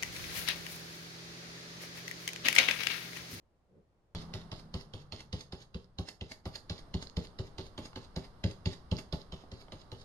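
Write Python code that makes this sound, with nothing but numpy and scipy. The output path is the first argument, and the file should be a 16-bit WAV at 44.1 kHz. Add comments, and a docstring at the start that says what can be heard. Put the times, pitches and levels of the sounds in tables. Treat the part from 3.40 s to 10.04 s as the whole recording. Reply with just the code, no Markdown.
"""A stencil brush dabs paint through plastic onto stretched canvas, close to a phone's two microphones in a small room.
Each dab is a crunch of noise grains for the bristle tips, decaying sines for canvas and frame,
and a swelling run of grains as the tacky paint peels; bursts of noise make the stencil snaps and soft ticks.
A hush of shaped noise with one muffled bump comes first; the dabbing starts abruptly with a click,
over a soft noise wash and a low wavering hum that sinks away."""
import sys
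import numpy as np
from scipy import signal
from scipy.fft import rfft, irfft
from scipy.io import wavfile
from scipy.ndimage import uniform_filter1d

SR = 44100
rng = np.random.default_rng(int(sys.argv[2]) if len(sys.argv) > 2 else 0)


def transcribe(u):
    """Save the signal u as a 16-bit wav file named by the first command-line argument.

    u: samples, shape (n,) or (channels, n), limited to [-1, 1]; the rate is SR.
    q: integer samples, one column per channel.
    """
    v = np.clip(np.atleast_2d(u).T, -1, 1)
    q = np.round(v * 32767).astype(np.int16)
    wavfile.write(sys.argv[1], SR, q)


N = 292824
TIME = np.arange(N) / SR
HIT = TIME[:SR // 2]  # the half second given to each single sound
START_S = .7495  # the dabbing and its background are silent before this


def undb(db):
    """Decibels to gain."""
    return 10 ** (np.asarray(db) / 20)


def unit(x):
    """Scale to rms 1."""
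    return x / np.sqrt(np.mean(x ** 2))


def add(track, s, x):
    """Mix x into the two-channel track from time s."""
    i = min(int(s * SR), N)
    track[:, i:i + x.shape[1]] += x[:, :N - i]


def convolve(x, response):
    """Pass x through one response, or through one for each channel."""
    return signal.fftconvolve(np.atleast_2d(x), np.atleast_2d(response), axes=1)[:, :N]


def colour(x, points, size=2048, keep_power=True):
    """Causal minimum-phase filter with the given (frequency [Hz], level [dB]) spectrum."""
    hz, db = np.transpose(points)
    bins = np.maximum(np.fft.rfftfreq(size, 1 / SR), 1)
    log_gain = np.log(undb(np.interp(np.log(bins), np.log(hz), db)))
    # folding the cepstrum onto positive times makes the filter causal
    cepstrum = irfft(log_gain)
    cepstrum[1:size // 2] *= 2
    cepstrum[size // 2 + 1:] = 0
    response = irfft(np.exp(rfft(cepstrum)))
    if keep_power:
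        response = response / np.linalg.norm(response)
    return convolve(x, response)


def band(x, hz, kind):
    """Gentle low-, high- or band-pass."""
    return signal.sosfilt(signal.butter(2, hz, kind, fs=SR, output="sos"), x)


def grains(rate, spread_db):
    """Tiny clicks of unequal size at random times, rate a second on average; rms 1."""
    n = len(HIT)
    sizes = undb(spread_db * np.clip(rng.standard_normal(n), -2, 2)) * rng.choice([-1, 1], n)
    struck = rng.random(n) < rate / SR
    return unit(sizes * struck)


def waver(rate):
    """Smooth random wander through rate new values a second, with a spread near 1."""
    return np.interp(TIME * rate, np.arange(1000), rng.standard_normal(1000))


def diffuse(size, apart_hz=750, own_db=-8):
    """Noise from all around: nearly alike at both microphones in the bass, unrelated in the treble."""
    common, own = rng.standard_normal(size), rng.standard_normal((2, size))
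    shared_bass = band(common, apart_hz, "lowpass")
    separate_treble = band(own, apart_hz, "highpass")
    return shared_bass + separate_treble + undb(own_db) * rng.standard_normal((2, size))


def place(x, near_db=-4, near_s=0.0031):
    """Hand and table scatter the treble into the two close microphones, differently from each spot."""
    early = HIT[:len(HIT) // 20]
    scatter = band(rng.standard_normal((2, len(early))), 1600, "highpass") * np.exp(-early / near_s)
    near = undb(near_db) * scatter / np.linalg.norm(scatter, axis=1, keepdims=True)
    # direct sound: the left microphone is nearer by a few samples
    near[0, 0] += 1
    near[1, rng.integers(5, 10)] += 1
    return convolve(x, near)


# spectrum of the quiet room: (frequency [Hz], relative level [dB per Hz])
HUSH_SPECTRUM = [(25, -4), (80, -1), (130, -7), (270, -13), (520, -13), (900, -19), (2600, -33.5),
                 (4800, -37), (12000, -47.5)]
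# spectrum of the muffled bump: (frequency [Hz], relative level [dB per Hz])
BUMP_SPECTRUM = [(50, -20), (120, -2.5), (190, 0.5), (270, -12), (380, 0), (520, -3), (650, -24),
                 (1500, -33), (5000, -56)]


def hush(floor_db=-72, bump_db=-61, bump_s=0.37, bump_width_s=0.057):
    """Steady shaped noise for the quiet room, and a short swell of low noise for the one muffled bump."""
    bump = colour(diffuse(N), BUMP_SPECTRUM) * np.exp(-((TIME - bump_s) / bump_width_s) ** 2)
    return undb(floor_db) * colour(diffuse(N), HUSH_SPECTRUM) + undb(bump_db) * bump


# spectrum of the soft background wash: (frequency [Hz], relative level [dB per Hz])
WASH_SPECTRUM = [(28, -0.5), (55, -3.5), (150, -9.5), (280, -17), (450, -17), (700, -16), (1200, -14),
                 (2300, -29.5), (4500, -37.5), (8000, -39), (12000, -43)]
# slow course of the wash, before the room's microphone colour: (time [s], level [dB])
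WASH_COURSE = [(.75, -55), (1.4, -64.5), (2.85, -72), (3.4, -62), (6.64, -62.5)]


def wash():
    """Diffuse noise around the microphones sinks, then swells again, with a slight flutter."""
    level_db = np.interp(TIME, *np.transpose(WASH_COURSE)) + 0.42 * waver(rate=17)
    return colour(diffuse(N), WASH_SPECTRUM) * undb(level_db)


def hum(hum_hz=166.2, start_db=-56, fade_db_per_s=11, sinks_s=1.1, sag_octaves_per_s=0.38):
    """Three unsteady sines fade steadily from the start; from sinks_s on their pitch falls too."""
    hz = hum_hz * 2 ** (-sag_octaves_per_s * np.maximum(TIME - sinks_s, 0))
    lines = 0
    for ratio, line_db in [(1, 0), (1.2, -8), (1.43, -13)]:
        phase = 2 * np.pi * np.cumsum(ratio * hz * (1 + 0.012 * waver(rate=33))) / SR
        lines = lines + np.sin(phase) * undb(line_db + 3.7 * waver(rate=23))
    return lines * undb(start_db - fade_db_per_s * (TIME - START_S))


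# dabs: (time [s], force [dB over an ordinary dab], bristle crunch [dB], canvas pitch [Hz],
#        woody click [dB], paint tack [dB])
DABS = [(0.7435, -2.5, -37.5, 98.5, -72, -52), (.938, -1, -36, 102.3, -53.5, -61),
        (1.1162, -4, -40.5, 101, -55, -53.5), (1.34, 2.5, -41, 80, -53, -53),
        (1.5363, -4, -46, 96, -57.5, -61.5), (1.722, -4.5, -40, 94, -55.5, -50),
        (1.928, 2, -39, 86, -56.5, -48.5), (2.123, -5, -45, 70, -56, -54),
        (2.344, -1.5, -48.5, 69.4, -62.5, -72), (2.5852, 4, -43.5, 88, -52.5, -44),
        (2.81, -1.5, -46.5, 85, -63, -45), (3.0548, -.5, -45, 78.5, -49.5, -44),
        (3.2969, 2, -38, 86, -53, -53.5), (3.54, 5, -39.5, 75.7, -59, -45),
        (3.767, 5, -42.5, 74.6, -52.5, -52.5), (3.988, 1.5, -43.5, 98.5, -57, -58.5),
        (4.1821, -2.5, -42.5, 90, -54, -56.5), (4.378, -3, -43, 95, -51, -47),
        (4.558, -4, -41, 96.5, -57, -57), (4.7611, 1, -43.5, 67, -51.5, -54.5),
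        (5.0387, 10.5, -37, 92.8, -56.5, -51), (5.2573, 9, -37.5, 94.7, -54.5, -49),
        (5.5135, 9, -42.5, 87.4, -51.5, -45), (5.7252, 2.5, -42, 68.6, -49, -58),
        (5.9225, -6, -43, 58, -58, -62.5), (6.1165, -6.5, -47, 76.4, -66, -56.5),
        (6.32, -4.5, -49.5, 98, -56, -61), (6.5171, -6.5, -48, 100, -58.5, -57.5)]
# spectrum of bristle tips on the plastic: (frequency [Hz], relative level [dB per Hz])
CRUNCH_SPECTRUM = [(150, -24.5), (500, -8), (1000, -17), (1600, -0.5), (2200, 0), (3000, 1.5), (4500, -7),
                   (6000, -8), (6800, -2.5), (8000, -22), (11500, -30)]
# the stencil rings a little differently under every dab: centre [Hz], spread [octaves]
SHEET_HZ, SHEET_SPREAD = 4040, 0.23
# tips of an ordinary dab land over this time [s], with this crunch [dB]
LANDING_S, CRUNCH_DB = 0.0026, -42
LANDING_GROWTH = 0.54  # dB per dB: a firm dab that crunches little comes in at a slant and lands longer


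def bristles(splay_db=-16, splay_s=0.039, crackle_db=6, sheet_db=-8, early_db=-14, early_s=0.0022):
    """Stray hairs touch first, tips land within milliseconds, then crackle as they splay; the stencil colours all."""
    out = np.zeros((2, N))
    lead_s = .02  # room for the stray hairs
    t = HIT - lead_s
    after = np.maximum(t, 0)
    for s, force, db, *_ in DABS:
        length = LANDING_S * undb(LANDING_GROWTH * (force - (db - CRUNCH_DB)))
        sheet_hz = SHEET_HZ * 2 ** np.clip(SHEET_SPREAD * rng.standard_normal(), -1, 1)
        contact = 1 - np.exp(-after / 0.00095)
        stray = undb(early_db) * np.exp(-np.abs(t) / early_s)
        landing = np.exp(-(after / length) ** 2) * contact + stray
        splay = undb(splay_db) * np.exp(-after / splay_s) * contact
        crunch = landing * grains(rate=20000, spread_db=0.0) + splay * grains(rate=1800, spread_db=crackle_db)
        ring = band(crunch, [sheet_hz * .75, sheet_hz * 1.3], "bandpass")
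        add(out, s - lead_s, undb(db) * place(crunch + undb(sheet_db) * ring))
    return colour(out, CRUNCH_SPECTRUM)


# modes of frame and board, detuned a little per dab: (frequency [Hz], level [dB], 60 dB decay time [s])
FRAME_MODES = [(121.5, 8, 0.17), (157.7, 2, 0.31), (247, -1.5, 0.2), (310.7, -1, 0.12), (396, 4, 0.066),
               (467, 1.5, 0.045), (518, -1, 0.056), (524, -24, 0.011), (595, -11.5, 0.11),
               (796, -10.5, 0.028)]
# how strongly the spot being painted drives the frame: (time [s], level [dB])
FRAME_DRIVE = [(.75, -2.5), (2.8, -2), (4.2, 2), (5.2, 0), (6.6, -1)]
# spectrum of the dry woody click: (frequency [Hz], relative level [dB per Hz])
CLICK_SPECTRUM = [(100, -17), (350, -2.5), (700, -1.5), (1100, 0.5), (1600, -9), (2500, -10.5), (6000, -26)]
# knock of an ordinary dab [dB], and its growth with force [dB per dB]
KNOCK_DB, KNOCK_GROWTH = -62.5, 0.6


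def frame(push_s=0.0096, detune=0.018, click_s=0.011):
    """The uneven push of buckling bristles rings the frame, differently at each spot, with a dry woody click."""
    out, clicks = np.zeros((2, 2, N))
    hz, db, t60 = np.transpose(FRAME_MODES)[:, :, None]
    for s, force, _, _, wood_db, _ in DABS:
        tuning, spot = rng.standard_normal((2, len(FRAME_MODES), 1))
        decay = undb(db + spot - 60 * HIT / t60)
        modes = decay * np.sin(2 * np.pi * hz * (1 + detune * tuning) * HIT)
        push = grains(rate=2700, spread_db=4.0) * HIT / push_s * np.exp(-(HIT / push_s) ** 2 / 2)
        rings = signal.fftconvolve(push[None], modes, axes=1)[:, :len(HIT)]
        # every mode takes its share of the blow
        knock = (undb(db) * rings / rings.std(axis=1, keepdims=True)).sum(axis=0)
        knock_db = KNOCK_DB + KNOCK_GROWTH * force + np.interp(s, *np.transpose(FRAME_DRIVE))
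        add(out, s, undb(knock_db) * place(unit(knock)))
        buckling = grains(rate=5000, spread_db=4.5) * np.sqrt(HIT / click_s) * np.exp(1 - HIT / click_s)
        add(clicks, s, undb(wood_db) * place(buckling))
    return out + colour(clicks, CLICK_SPECTRUM)


# thump of an ordinary dab [dB]; the canvas gives way this long after the dab's time [s]
THUMP_DB, PRESS_S = -39, 0.0028
# spots slacker, so lower in pitch, than this [Hz] give more overtone [dB per octave]
CANVAS_HZ, SLACK_DB_PER_OCTAVE = 81, 13.5


def canvas(rise_s=0.0061, hold_s=0.025, overtone_hz=171, overtone_db=-7, overtone_growth=0.27,
           ring_db=-30, ring_s=0.11):
    """The canvas swings two or three times like a slack drum, until the pressed brush damps it."""
    out = np.zeros((2, N))
    damping = np.exp(-(HIT / hold_s) ** 6) + undb(ring_db) * np.exp(-HIT / ring_s)
    for s, force, _, hz, *_ in DABS:
        rise = 1 - np.exp(-HIT * undb(force / 2) / rise_s)  # a firm dab sets it going sooner
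        upper_hz = overtone_hz * (1 + 0.02 * rng.standard_normal())
        upper_db = overtone_db + overtone_growth * force + SLACK_DB_PER_OCTAVE * np.log2(CANVAS_HZ / hz)
        drum = np.sin(2 * np.pi * hz * HIT) + undb(upper_db) * np.sin(2 * np.pi * upper_hz * HIT)
        sag = undb(-30) * np.sin(2 * np.pi * 32 * HIT) * np.exp(-HIT / 0.047)  # the whole board rocks
        add(out, s + PRESS_S, undb(THUMP_DB + force) * place(drum * rise * damping + sag))
    return out


# how long the hand keeps the brush down, before the rebound: (time of the dab [s], hold [s])
HOLD_COURSE = [(.75, 0.074), (1.72, 0.077), (2.6, 0.11), (3.8, 0.09), (4.38, .075), (4.76, 0.091),
               (6.6, 0.089)]
REBOUND_S_PER_DB = .0016  # a firm dab rebounds sooner


def lift_time(s, force):
    """When the brush that landed at s with this force comes free."""
    return s + np.interp(s, *np.transpose(HOLD_COURSE)) - REBOUND_S_PER_DB * force


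# spectrum of the peeling paint: (frequency [Hz], relative level [dB per Hz])
PEEL_SPECTRUM = [(100, 3), (400, -1.5), (1000, -4), (2000, 2), (3000, -3), (4400, -3.5), (5500, -8),
                 (6700, -2.5), (8000, -14), (11500, -19)]
# paint of this tack [dB] has this build-up time [s]; tackier paint lets go more suddenly [dB per dB]
TACK_DB, BUILD_S, BUILD_SHORTENING = -52.5, .014, 0.63


def peels(release_s=0.014, lead_s=.06, creep_db=-7, snap_s=0.0014):
    """Threads of tacky paint break, swelling exponentially until the brush comes free with a last tug."""
    out = np.zeros((2, N))
    t = HIT - lead_s
    for s, force, *_, tack_db in DABS:
        build = BUILD_S * undb(BUILD_SHORTENING * (TACK_DB - tack_db))
        pull = undb(creep_db) * np.exp(np.minimum(t / (2 * build), -t / release_s))
        tug = np.exp(-np.abs(t) / snap_s) * min(0.0068 / build, 1)  # a quick lift ends more sharply
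        threads = (pull + tug) * grains(rate=9000, spread_db=2.5)
        add(out, lift_time(s, force) - lead_s, undb(tack_db) * place(threads))
    return colour(out, PEEL_SPECTRUM)


# loudest snaps of the stencil coming unstuck:
# (time [s], peak level [dB before the boost in scene()], brightest frequency [Hz])
LOUD_SNAPS = [(.786, -45.5, 4470), (1.762, -55.5, 4630), (3.380, -52, 4220), (3.671, -48.5, 4900),
              (3.698, -46, 5200), (3.871, -45, 4360), (5.568, -46, 5100), (5.817, -56, 4400)]
# faint snap around every lift: level [dB before the same boost], its spread [dB], spread in time [s]
FAINT_SNAP_DB, FAINT_SPREAD_DB, FAINT_SPREAD_S = -66.5, 2.5, 0.0076


def snaps(decay_s=0.00027, body_db=-12):
    """Short cracks that ring the thin plastic sheet: a few loud ones, and a faint one around every lift."""
    out = np.zeros((2, N))
    faint = []
    for s, force, *_ in DABS:
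        late, loud, bright = rng.standard_normal(3)
        snap_s = lift_time(s, force) + FAINT_SPREAD_S * late
        snap_hz = SHEET_HZ * 2 ** (SHEET_SPREAD * bright)
        faint.append((snap_s, FAINT_SNAP_DB + FAINT_SPREAD_DB * loud, snap_hz))
    for s, db, hz in list(LOUD_SNAPS) + faint:
        crack = rng.standard_normal(len(HIT)) * np.exp(-HIT / decay_s)
        ring = band(crack, [hz * .8, hz * 1.2], "bandpass")
        snap = ring + undb(body_db) * crack
        add(out, s, undb(db) * place(snap / np.abs(snap).max(), near_db=-13.5))
    return colour(out, CRUNCH_SPECTRUM)


# light touches of the hand on the board between dabs:
# (time [s], peak level [dB before a 6 dB boost], frequency [Hz])
HAND_TOUCHES = [(4.531, -52, 750), (6.038, -53.5, 513), (6.283, -55, 835)]


def touches(decay_s=0.0014):
    """Soft, dull ticks on the board: band-passed bursts of noise."""
    out = np.zeros((2, N))
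    for s, db, hz in HAND_TOUCHES:
        burst = rng.standard_normal(len(HIT)) * np.exp(-HIT / decay_s)
        tick = band(burst, [hz / 2, hz * 2.3], "bandpass")
        add(out, s, undb(db + 6) * place(tick / np.abs(tick).max()))
    return out


# colour of the small room's tail: (frequency [Hz], gain [dB])
ROOM_COLOUR = [(40, -4), (150, -1), (400, 7), (1000, 8), (2500, -5), (4500, 1.5), (11000, 6)]


def space(x, room_db=-9, t60_s=0.26, late_s=0.0014):
    """The small room rings on: a diffuse, exponentially decaying tail."""
    tail = diffuse(len(HIT)) * undb(-60 * HIT / t60_s) * (1 - np.exp(-HIT / late_s))
    tail /= np.linalg.norm(tail, axis=1, keepdims=True)
    return x + undb(room_db) * colour(convolve(x, tail), ROOM_COLOUR, keep_power=False)


# colour of the two microphone ports: (frequency [Hz], left gain [dB], right gain [dB])
PORT_COLOUR = [(68.5, 7.5, 6), (287, 9, 9.5), (1310, -1.5, 3.5), (1740, 0.5, 1.5), (2070, 4.5, -1),
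               (2640, -5, -6), (2653, -1.5, 5.5), (3435, 3, 8.5), (4160, 0.5, 13.5), (5210, 1, 14),
               (6120, -4.5, -0.5), (6320, 7.5, -6.5), (7500, -9, -3), (8380, 1.5, 2)]


def microphones(x):
    """Each microphone port lends its channel its own colour."""
    ports = np.array(PORT_COLOUR)
    left, right = [colour(x[c], ports[:, [0, c + 1]], keep_power=False) for c in range(2)]
    return np.vstack([left, right])


def suppress(x, threshold_db=-69, depth_db=-7, window_s=0.03):
    """Noise suppression: all but the bass ducks when little sound passes through."""
    upper = signal.sosfiltfilt(signal.butter(2, 350, "highpass", fs=SR, output="sos"), x)
    power = uniform_filter1d(np.mean(upper ** 2, axis=0), int(window_s * SR))
    shut = 1 / (1 + (power / undb(2 * threshold_db)) ** 2)
    return x + upper * (undb(depth_db * shut) - 1)


def scene():
    """The dabbing sets in with a click after the hush, which lies under it to the end."""
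    brush = space(bristles() + frame() + canvas() + peels() + touches())
    stencil = space(undb(7.0) * snaps(), room_db=-11.5)
    work = (brush + stencil + wash() + hum()) * (TIME >= START_S)
    heard = suppress(microphones(work))
    start_click = -undb(-29.5) * np.exp(-HIT / 0.0011)
    add(heard, START_S, start_click[None])
    return heard + hush()


def record(dry):
    """The phone cuts the top, steeply above 12 kHz."""
    return signal.sosfilt(signal.ellip(8, .2, 60, 12000, fs=SR, output="sos"), dry)


dry = scene()
out = record(dry)
transcribe(out)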